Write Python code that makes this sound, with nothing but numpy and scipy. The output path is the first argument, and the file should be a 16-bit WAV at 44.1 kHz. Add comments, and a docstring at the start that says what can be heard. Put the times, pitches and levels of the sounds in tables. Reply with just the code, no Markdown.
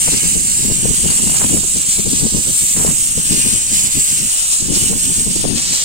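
"""A steam cleaner's wand is swept over a fabric car seat, an arm's length from a phone's two microphone ports.
From the start: coloured noise hisses as the jet, noise rumble swells with steam and a workshop hums behind.
Soon dense snaps crackle as cloth scuffs, billows buffet the ports and pitch-sinking sine thumps strike them.
Then the hiss level surges and dips, slow sine bumps push mostly the left port, and noise rasps tick on the weave.
Resonances of the two ports colour it all."""
import sys
import numpy as np
from scipy import signal
from scipy.fft import rfft, irfft, next_fast_len
from scipy.io import wavfile
from scipy.ndimage import uniform_filter1d, map_coordinates

SR = 44100
rng = np.random.default_rng(int(sys.argv[2]) if len(sys.argv) > 2 else 0)


def output_pcm(signal):
    """Save a mono or channel-first signal as 16-bit PCM at the path in sys.argv[1].

    Samples are clipped to [-1, 1] before scaling.
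    """
    pcm = np.clip(np.atleast_2d(signal).T, -1, 1) * 32767
    wavfile.write(sys.argv[1], SR, np.round(pcm).astype(np.int16))


N = 257544
TIME = np.arange(N) / SR


def undb(db):
    """Decibels to gain."""
    return 10 ** (np.asarray(db) / 20)


def unit(x):
    """Scale to rms 1."""
    return x / np.sqrt(np.mean(x ** 2))


def curve(points):
    """Join (time_s, value) points by straight lines over the scene."""
    return np.interp(TIME, *np.transpose(points))


def span(from_s, to_s):
    """Slice of samples between two times."""
    return slice(*np.searchsorted(TIME, [from_s, to_s]))


def colour(x, points):
    """Filter by (freq_hz, gain_db) points joined on a log-frequency axis."""
    hz, db = np.transpose(points)
    size = next_fast_len(N, real=True)
    bins_hz = np.maximum(np.fft.rfftfreq(size, 1 / SR), 1)
    gain = undb(np.interp(np.log(bins_hz), np.log(hz), db))
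    return irfft(rfft(x, size) * gain, size)[..., :N]


def walk(rate_hz):
    """Smooth random curve through rate_hz new values a second; rms 1."""
    coarse_s = np.linspace(0, N / SR, num=8192)
    values = rng.standard_normal(8192)
    steps = map_coordinates(values, [coarse_s * rate_hz], order=3, mode="wrap")
    return unit(np.interp(TIME, coarse_s, steps))


def swell(mid_s, peak_db, length_s):
    """Power of a Gaussian puff; amplitude is 1/e of its peak at half a length from the middle."""
    power = np.zeros(N)
    near = span(mid_s - 2 * length_s, mid_s + 2 * length_s)
    power[near] = undb(peak_db) ** 2 * np.exp(-2 * (2 * (TIME[near] - mid_s) / length_s) ** 2)
    return power


def delayed(sounds, lag_ms):
    """Read sounds through a moving delay."""
    return np.array([np.interp(TIME - lag_ms / 1000, TIME, x) for x in sounds])


FIRST_BOUNCE_S, BOUNCE_FADE_S, REDRAW_S = .0025, .011, .16
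DIFFUSE_SHARE, BOUNCE_SHARE = 0.45, 0.95


def bounced_hisses(port_lag_ms=0.2838, lag_sway_ms=0.069, count=4, tail_samples=1600):
    """Short random bounces, redrawn at a steady step and crossfaded, give each hiss a shifting colour."""
    x = rng.standard_normal((count, N))
    direct = np.stack([delayed(x, port_lag_ms + lag_sway_ms * walk(2)), x], axis=1)
    out = direct + DIFFUSE_SHARE * rng.standard_normal((count, 2, N))
    age_s = np.arange(tail_samples) / SR
    decay = np.exp(-age_s / BOUNCE_FADE_S) * (age_s > FIRST_BOUNCE_S)
    for step_s in np.arange(0, TIME[-1] + REDRAW_S / 2, REDRAW_S):
        near = span(step_s - REDRAW_S, step_s + REDRAW_S)
        # equal-power crossfade between draws
        blend = np.cos(np.pi / 2 * (TIME[near] - step_s) / REDRAW_S)
        bounces = rng.standard_normal((2, tail_samples)) * decay
        bounces = BOUNCE_SHARE * bounces / np.linalg.norm(bounces, axis=1, keepdims=True)
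        spray = signal.fftconvolve(x[:, None, near], bounces[None], axes=-1)
        out[..., near] += blend * spray[..., :len(blend)]
    return out


# jet openness towards the phone, as top hiss level before trim: time_s [s], level_db [dB]
OPENNESS = [(0, -34.5), (.85, -38.5), (1.4, -33.5), (1.85, -38.5), (1.97, -38), (2.3, -40.5), (2.6, -33),
            (2.88, -33), (3.17, -37.5), (3.42, -34), (3.7, -39.5), (3.78, -33.5), (4.2, -36.5),
            (4.7, -42.5), (4.8, -34), (5.15, -37.5), (5.27, -39.5), (5.84, -48)]
# steam spreading over the cloth, before trim: time_s [s], level_db [dB]
WASH = [(0, -29.5), (.15, -30), (.42, -34), (0.618, -29.5), (0.799, -35.5), (1.0, -32), (1.7, -33.5),
        (2.179, -29), (2.601, -33), (2.8, -32), (3.11, -37.5), (3.37, -27), (3.66, -35.5), (3.789, -30.5),
        (4.679, -32), (4.8, -25.5), (4.96, -31.5), (5.271, -34), (5.38, -27), (5.53, -27), (5.76, -22.5),
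        (5.84, -26.5)]
# steam caught under the nozzle's cup, before trim: time_s [s], level_db [dB]
CUP = [(0.0, -34), (0.18, -28.5), (0.45, -38), (1.46, -31.5), (1.63, -38), (1.87, -39), (3.25, -36.5),
       (3.42, -29.5), (3.71, -38), (3.759, -32.5), (4.441, -34), (4.65, -41), (4.861, -29.5), (4.94, -39),
       (5.059, -30.5), (5.2, -40), (5.77, -33.5), (5.84, -38)]
# relative spectra of main jet, fine top, wash, cup note: freq_hz [Hz], gain_db [dB]
JET_COLOUR = [(400, -34), (1500, -17.5), (3000, -6), (5000, -10), (6500, 0), (9000, 2), (10500, -20),
              (13000, -18.5)]
TOP_COLOUR = [(3000, -45), (6000, -19), (8000, 3), (10500, -2), (16000, -10.5), (20000, -32)]
WASH_COLOUR = [(500, -18.5), (1500, -13.5), (2600, -7), (3600, -0.5), (5500, -2), (7000, -4),
               (12000, -22.5)]
CUP_COLOUR = [(500, -20), (1000, -12.5), (1550, -13), (2050, -2), (2450, 1), (2900, 9), (3350, -2),
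              (3900, -10), (6000, -30)]
# the jet follows openness by a share and loses a little as the wand turns away
JET_DB, JET_OPEN_SHARE, JET_FADE_DB_PER_S = -22.5, 0.2, 0.16
CUP_WANDER_SHARE, WAVER_DB = .025, .4


def steam(top_trim_db=7.0, wash_trim_db=4.0, cup_trim_db=2.0, sputter_db=0.62, sway_db=0.5,
          left_over_right_db=0.14, spread_share=0.68, flutter_db=1.92):
    """Turbulent hiss: jet and fine top in the open, wash on the cloth, hollow note under the nozzle's cup."""
    open_db, spread_db, hollow_db = curve(OPENNESS), curve(WASH), curve(CUP)
    jet_db = JET_DB + JET_OPEN_SHARE * (open_db - np.mean(open_db)) - JET_FADE_DB_PER_S * TIME
    jet, top, wash, cup = bounced_hisses()
    jet = unit(colour(jet, JET_COLOUR)) * undb(jet_db)
    top = unit(colour(top, TOP_COLOUR)) * undb(open_db + top_trim_db)
    wash = unit(colour(wash, WASH_COLOUR)) * undb(spread_db + wash_trim_db)
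    # the gap under the cup opens and closes: uneven read speed bends the note
    pace = np.cumsum(1 + CUP_WANDER_SHARE * walk(11)) % N
    cup = np.array([np.interp(pace, np.arange(N), x) for x in colour(cup, CUP_COLOUR)])
    cup = unit(cup) * undb(hollow_db + cup_trim_db)
    # nozzle rides over the weave
    wash = wash * undb(flutter_db * walk(45))
    # unsteady hand: left-right balance and common level
    balance_db = np.outer([1, -1], left_over_right_db + sway_db * walk(16)) / 2
    sides = undb(balance_db + WAVER_DB * walk(16))
    # condensate in the nozzle makes the flow unsteady
    flow = undb(sputter_db * walk(220))
    # these change the sharp hiss most, the wash and cup less
    level_swells = swells()
    sharp = (jet + top) * level_swells
    spread = (wash + cup) * level_swells ** spread_share
    return (sharp + spread) * sides * flow


# relative room noise spectrum: freq_hz [Hz], gain_db [dB]
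SHOP_COLOUR = [(20, 9), (50, 6.5), (100, -25), (160, -9), (260, -3.5), (400, -12), (1000, -9),
               (1600, -10.5), (3000, -18), (8000, -68)]
# idling machines: pitch_hz [Hz, mean], level_db [dB rms]
HUM = [(158, -46.5), (266, -58.5), (530, -54)]


def workshop(room_db=-40, waver_db=2, wander_hz=1.68):
    """Low, uneven room noise plus machine tones of slightly wandering pitch."""
    room = unit(colour(rng.standard_normal((2, N)), SHOP_COLOUR))
    room = room * undb(room_db + waver_db * np.array([walk(9.3), walk(6.4)]))
    hum = np.zeros((2, N))
    for pitch_hz, level_db in HUM:
        turns = np.cumsum(pitch_hz + wander_hz * walk(10)) / SR + rng.random((2, 1))
        hum += undb(level_db) * np.sqrt(2) * np.sin(2 * np.pi * turns)
    return room + hum


# relative eddy spectrum: freq_hz [Hz], gain_db [dB]
GUST_COLOUR = [(30, -2.5), (100, -1.5), (165, 4), (230, 1), (320, -4), (450, -13), (650, -24),
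               (1000, -28.5), (2000, -96), (5000, -70)]


def buffeting(port, trim_db=-0.5, eddy_db=1.85, draught_db=-46, eddy_pitch=0.99, pitch_rise=.19,
              heave_db=-10.0, heave_growth=0.54):
    """Billows, wisps and draught shed eddies on one port; the faster they blow, the higher the rumble."""
    draught = undb(draught_db + 1.16 * walk(14)) ** 2
    push = np.sqrt(draught + billows(port) + wisps(port))
    usual = np.sqrt(np.mean(push ** 2))
    flurry = push * unit(undb(eddy_db * walk(90)))
    # stronger push reads the noise faster
    shedding = np.cumsum(eddy_pitch * (flurry / usual) ** pitch_rise)
    rumble = colour(rng.standard_normal(N), GUST_COLOUR)
    eddies = np.interp(shedding % N, np.arange(N), rumble)
    # even out over a few eddies so the push sets the strength
    eddies = eddies / np.sqrt(uniform_filter1d(eddies ** 2, size=1600))
    # the whole cloud heaves below the eddies, more evenly
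    heave_colour = [(8, -16), (25, 5.0), (70, 2.5), (120, -9.0), (250, -13.0), (1000, -78)]
    heave = unit(colour(rng.standard_normal(N), heave_colour))
    heave = undb(heave_db) * usual * (push / usual) ** heave_growth * heave
    return undb(trim_db) * flurry * eddies + heave


# wisp level while the cloud hangs near the phone, before trim: time_s [s], level_db [dB]
CLOUD = [(0, -32), (.25, -24), (.6, -28.5), (1.6, -26), (1.9, -34.5), (2.15, -26), (2.48, -25), (2.65, -31),
         (3.2, -32), (3.4, -26), (3.65, -32), (3.87, -31), (4.2, -36.5), (4.33, -47.5), (4.56, -47),
         (4.62, -27), (5.4, -23), (5.65, -28.5), (5.84, -33)]
WISPS_PER_S, WISP_LENGTH_S, WISP_SCATTER_DB = 14, .055, 3


def wisps(port, trim_db=-2, right_db=-2):
    """Power of small puffs at one port, each at a random moment of its own time slot."""
    chance = rng.random((round(WISPS_PER_S * N / SR), 2))
    puffs = np.zeros(N)
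    for slot, (when, size) in enumerate(chance):
        puffs += swell((slot + when) / WISPS_PER_S, WISP_SCATTER_DB * (2 * size - 1), WISP_LENGTH_S)
    return puffs / np.mean(puffs) * undb(curve(CLOUD) + trim_db + port * right_db) ** 2


# wet nozzle scuffs the cloth: mid_s [s], level_db [dB, left], length_s [s]
SCUFFS = [(0.079, -27.5, .024), (0.133, -29.5, 0.035), (1.116, -31.5, 0.047), (1.18, -34, 0.055),
          (1.36, -32.5, 0.069), (1.415, -27, 0.028), (1.434, -29, 0.05), (1.574, -35, .03),
          (2.796, -30, 0.09), (2.873, -29, 0.095), (4.932, -30.5, 0.013)]
# relative crackle spectrum: freq_hz [Hz], gain_db [dB]
SCUFF_COLOUR = [(150, -14), (400, 14), (650, 12.5), (900, 15), (1500, 9.5), (2500, 11.5), (6000, -47)]


def scuffs(grain_db=3, right_db=-9, snags_per_s=900):
    """Fibres snag on the nozzle and snap free in a dense crackle."""
    pressure = np.sqrt(sum(swell(*row) for row in SCUFFS))
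    snags = (rng.random((2, N)) < snags_per_s / SR) * rng.choice([-1, 1], (2, N))
    sizes = undb(grain_db * np.minimum(rng.exponential(size=(2, N)), 4))
    return unit(colour(snags * sizes, SCUFF_COLOUR)) * pressure * undb([[0], [right_db]])


# big billows, before buffeting's trim: mid_s [s], port [0 left, 1 right], level_db [dB], length_s [s]
GUSTS = [(0.084, 0, -17.5, 0.04), (0.142, 0, -20, 0.04935), (0.242, 1, -23, 0.027),
         (0.268, 0, -17.5, 0.04516), (0.326, 1, -25, 0.0792), (0.368, 0, -16.5, 0.03006),
         (0.494, 1, -24, 0.0601), (0.602, 0, -22, 0.01945), (0.654, 0, -17.5, 0.0603),
         (0.706, 0, -15.5, 0.05497), (0.854, 0, -16, 0.0619), (.905, 0, -18, 0.0381),
         (.906, 1, -20.5, 0.056), (1.057, 0, -15.5, 0.03997), (1.103, 0, -19, 0.04465),
         (1.207, 1, -19.5, 0.052), (1.236, 0, -21, .025), (1.278, 0, -18, 0.0502), (1.336, 0, -23, 0.058),
         (1.417, 0, -15, 0.02156), (1.449, 0, -16.5, 0.0421), (1.544, 0, -13.5, 0.0851),
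         (1.573, 1, -23, 0.057), (1.64, 0, -18.5, 0.0266), (1.764, 0, -17.5, 0.03524),
         (1.99, 0, -15.5, 0.0295), (2.072, 0, -14.5, 0.04123), (2.14, 0, -19, 0.0563),
         (2.244, 0, -16.5, 0.0652), (2.358, 0, -15, 0.06115), (2.483, 1, -22.5, 0.07616),
         (2.79, 0, -19, 0.0718), (2.878, 0, -17, 0.0785), (2.915, 1, -22.5, 0.07754),
         (3.182, 0, -17, 0.0296), (3.329, 0, -14.5, 0.0617), (3.381, 0, -19, 0.0404),
         (3.465, 0, -19.5, 0.0597), (3.545, 0, -19.5, 0.0508), (3.732, 0, -22, 0.0498),
         (3.856, 1, -25, 0.073), (3.97, 0, -19, .05), (4.128, 0, -25, 0.03956), (4.228, 0, -22.5, .09),
         (4.617, 0, -24, 0.0295), (4.714, 0, -15.5, 0.0696), (4.768, 0, -18, 0.031),
         (4.834, 0, -20.5, 0.0438), (4.921, 0, -16.5, 0.0686), (4.968, 1, -20.5, 0.03595),
         (5.087, 1, -21, 0.0697), (5.178, 0, -23, 0.049), (5.274, 0, -17, 0.0425),
         (5.363, 0, -19.5, 0.0335), (5.451, 1, -15, .035), (5.503, 0, -15, .115), (5.592, 1, -24, 0.0672)]
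CROSSING_S, CROSSING_DB = 0.03486, -12


def billows(port):
    """Power of big billows at one port: its own, and later, weaker ones drifting over from the other."""
    power = np.zeros(N)
    for mid_s, side, level_db, length_s in GUSTS:
        if round(side) == port:
            power += swell(mid_s, level_db, length_s)
        else:
            power += swell(mid_s + CROSSING_S, level_db + CROSSING_DB, length_s)
    return power


# tight eddies striking a port squarely: start_s [s], port [0 left, 1 right], peak_db [dB, ring envelope],
# pitch_hz [Hz, at the start]
THUMPS = [(.085, 0, -13, 570), (.700, 0, -11.5, 446), (0.855, 0, -12, 487), (0.906, 0, -20, 400),
          (1.057, 0, -13.5, 447), (1.418, 0, -14, 395.3), (1.543, 0, -12, 503), (1.568, 0, -15, 560.6),
          (2.067, 0, -15, 520), (2.265, 0, -12, 520.3), (2.368, 0, -15, 431.8), (2.848, 0, -6, 541),
          (3.179, 0, -17, 398.8), (3.321, 0, -13, 361.7), (4.728, 0, -28, 415), (4.929, 0, -14, 558.3),
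          (5.271, 0, -9.5, 350), (5.442, 1, -3.5, 435), (5.452, 1, -8, 563.5), (5.523, 0, -16, 391)]
# relative slap spectrum: freq_hz [Hz], gain_db [dB]
SLAP_COLOUR = [(200, -19), (500, 14), (850, -7), (1300, -6), (2200, -41), (5000, -60)]


def thumps(rise_s=0.00035, fade_s=0.0026, sag=0.23, slap_db=-10.5, slap_fade_s=0.0024):
    """A hard puff slaps the port, rings for a few cycles and sinks in pitch as it slows."""
    rings, slaps = np.zeros((2, N)), np.zeros((2, N))
    for start_s, port, peak_db, pitch_hz in THUMPS:
        age_s = np.clip(TIME - start_s, 0, 20 * fade_s)
        # pitch glides from pitch_hz down by the share sag
        turns = pitch_hz * ((1 - sag) * age_s + sag * fade_s * (1 - np.exp(-age_s / fade_s)))
        attack = 1 - np.exp(-age_s / rise_s)
        envelope = attack * np.exp(-age_s / fade_s)
        rings[round(port)] += undb(peak_db) * envelope / envelope.max() * np.sin(2 * np.pi * turns)
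        slaps[round(port)] += undb(peak_db + slap_db) * attack * np.exp(-age_s / slap_fade_s)
    return rings + slaps * unit(colour(rng.standard_normal((2, N)), SLAP_COLOUR))


# brief surges and dips of the hiss level at each port: mid_s [s], left_db [dB], right_db [dB], length_s [s]
SWELLS = [(0.413, -2.5, -0.5, 0.23), (.8, -1.5, -1.5, 0.15), (0.91, -3, 2, 0.13), (1.206, -5, -2.5, .035),
          (1.612, -5, 0, 0.15), (1.843, -5, -2.5, 0.033), (1.917, 3, 2, 0.08), (2.055, -2, -2.5, 0.072),
          (2.19, 2, 0.5, 0.13), (2.367, -3.5, 0.3, 0.36), (2.564, 2, -2.5, 0.095), (2.934, -3, 0, .15),
          (3.129, -1, -2, 0.11), (3.33, -2.5, 1, 0.061), (3.772, 0, 2.5, 0.059), (3.896, -7, -4, 0.062),
          (3.947, 0.5, -3, .04), (4.242, -1.5, 0, 0.097), (4.332, 3, -1, 0.041), (4.42, 3, -1.5, 0.084),
          (4.52, 4, 2, 0.087), (4.682, -3, -1, 0.15), (4.804, 0, 2, 0.08), (4.946, -5, -2, 0.11),
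          (5.289, -5.5, -1, 0.15), (5.382, -3.5, 3, 0.078), (5.497, -1, -10.5, 0.21),
          (5.67, -2.5, -3, 0.092)]


def swells():
    """Gain of the hiss at each port through its brief surges and dips."""
    gain_db = np.zeros((2, N))
    for mid_s, left_db, right_db, length_s in SWELLS:
        gain_db += np.outer([left_db, right_db], swell(mid_s, 0, length_s))
    return undb(gain_db)


# deep, round bumps of air: start_s [s], peak_db [dB, left envelope], pitch_hz [Hz], fade_s [s]
BUMPS = [(.829, -18, 200, 0.0081), (.887, -14, 185, .007), (.899, -15, 190, .009),
         (1.446, -13, 210, 0.0075), (2.226, -13, 166, 0.006), (2.252, -6.5, 215.1, .01),
         (2.88, -11, 170, 0.013), (3.177, -12, 177, 0.014), (3.304, -13, 149.4, 0.0055),
         (3.318, -11, 224, 0.015), (4.70, -14.5, 165.4, .015), (5.268, -12, 168, .012)]


def bumps(rise_s=0.00061, right_db=-18):
    """A firm puff sets the air at the port swinging for a few slow cycles, mostly on the left."""
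    out = np.zeros(N)
    for start_s, peak_db, pitch_hz, fade_s in BUMPS:
        near = span(start_s, start_s + 10 * fade_s)
        age_s = TIME[near] - start_s
        envelope = (1 - np.exp(-age_s / rise_s)) * np.exp(-age_s / fade_s)
        swing = np.sin(2 * np.pi * pitch_hz * age_s)
        out[near] += undb(peak_db) * envelope / envelope.max() * swing
    return out * undb([[0], [right_db]])


# nozzle rim catches on the weave and lets go: start_s [s], level_db [dB, left]
TICKS = [(1.062, -27), (1.086, -28), (1.119, -25), (1.19, -30), (1.273, -22), (1.296, -22), (1.315, -27),
         (1.344, -20), (1.404, -26), (1.416, -23), (1.438, -20), (1.445, -21), (1.495, -27), (1.575, -28.5),
         (1.633, -23), (2.765, -23), (2.796, -22), (2.812, -23), (2.837, -26), (2.862, -22), (2.875, -23),
         (2.907, -21)]
# relative rasp spectrum: freq_hz [Hz], gain_db [dB]
TICK_COLOUR = [(200, -19), (550, 1.5), (1000, 1), (1600, -8.5), (2400, -8), (5000, -31)]


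def ticks(fade_s=0.0034, right_db=-9):
    """Each catch of the rim is a short dry rasp of decaying noise."""
    envelope = np.zeros(N)
    for start_s, level_db in TICKS:
        near = span(start_s, start_s + 10 * fade_s)
        envelope[near] += undb(level_db) * np.exp(-(TIME[near] - start_s) / fade_s)
    rasp = unit(colour(rng.standard_normal((2, N)), TICK_COLOUR))
    return rasp * envelope * undb([[0], [right_db]])


def scene():
    """Steam, scuffs, ticks and room, plus the wind on each port."""
    wind = np.array([buffeting(port) for port in range(2)]) + thumps() + bumps()
    return steam() + scuffs() + ticks() + workshop() + wind


# resonances of the air in each microphone port: freq_hz [Hz], left_db [dB], right_db [dB]
PORTS = [(980, 1.5, -1), (2980, -0.5, -2), (3470, -1, -4.5), (4540, 1.8, 0.8), (6170, 2, 2.5),
         (6990, 3.5, 8), (7650, 6.5, 14), (8380, 8.5, 8.5), (8930, 13, 1), (9830, 7, 7), (10200, 4.5, 1.4),
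         (15400, 5, 5.5)]
TOP_HZ, CEILING = 15750, .95


def record(dry):
    """Each port colours its channel; the phone rounds the highest peaks and cuts the top."""
    hz, *gains_db = np.transpose(PORTS)
    heard = np.array([colour(x, np.column_stack([hz, db])) for x, db in zip(dry, gains_db)])
    heard = heard / (1 + (heard / CEILING) ** 8) ** (1 / 8)
    top_cut = signal.ellip(10, .2, 80, TOP_HZ, fs=SR, output="sos")
    return signal.sosfilt(top_cut, heard)


dry = scene()
out = record(dry)
output_pcm(out)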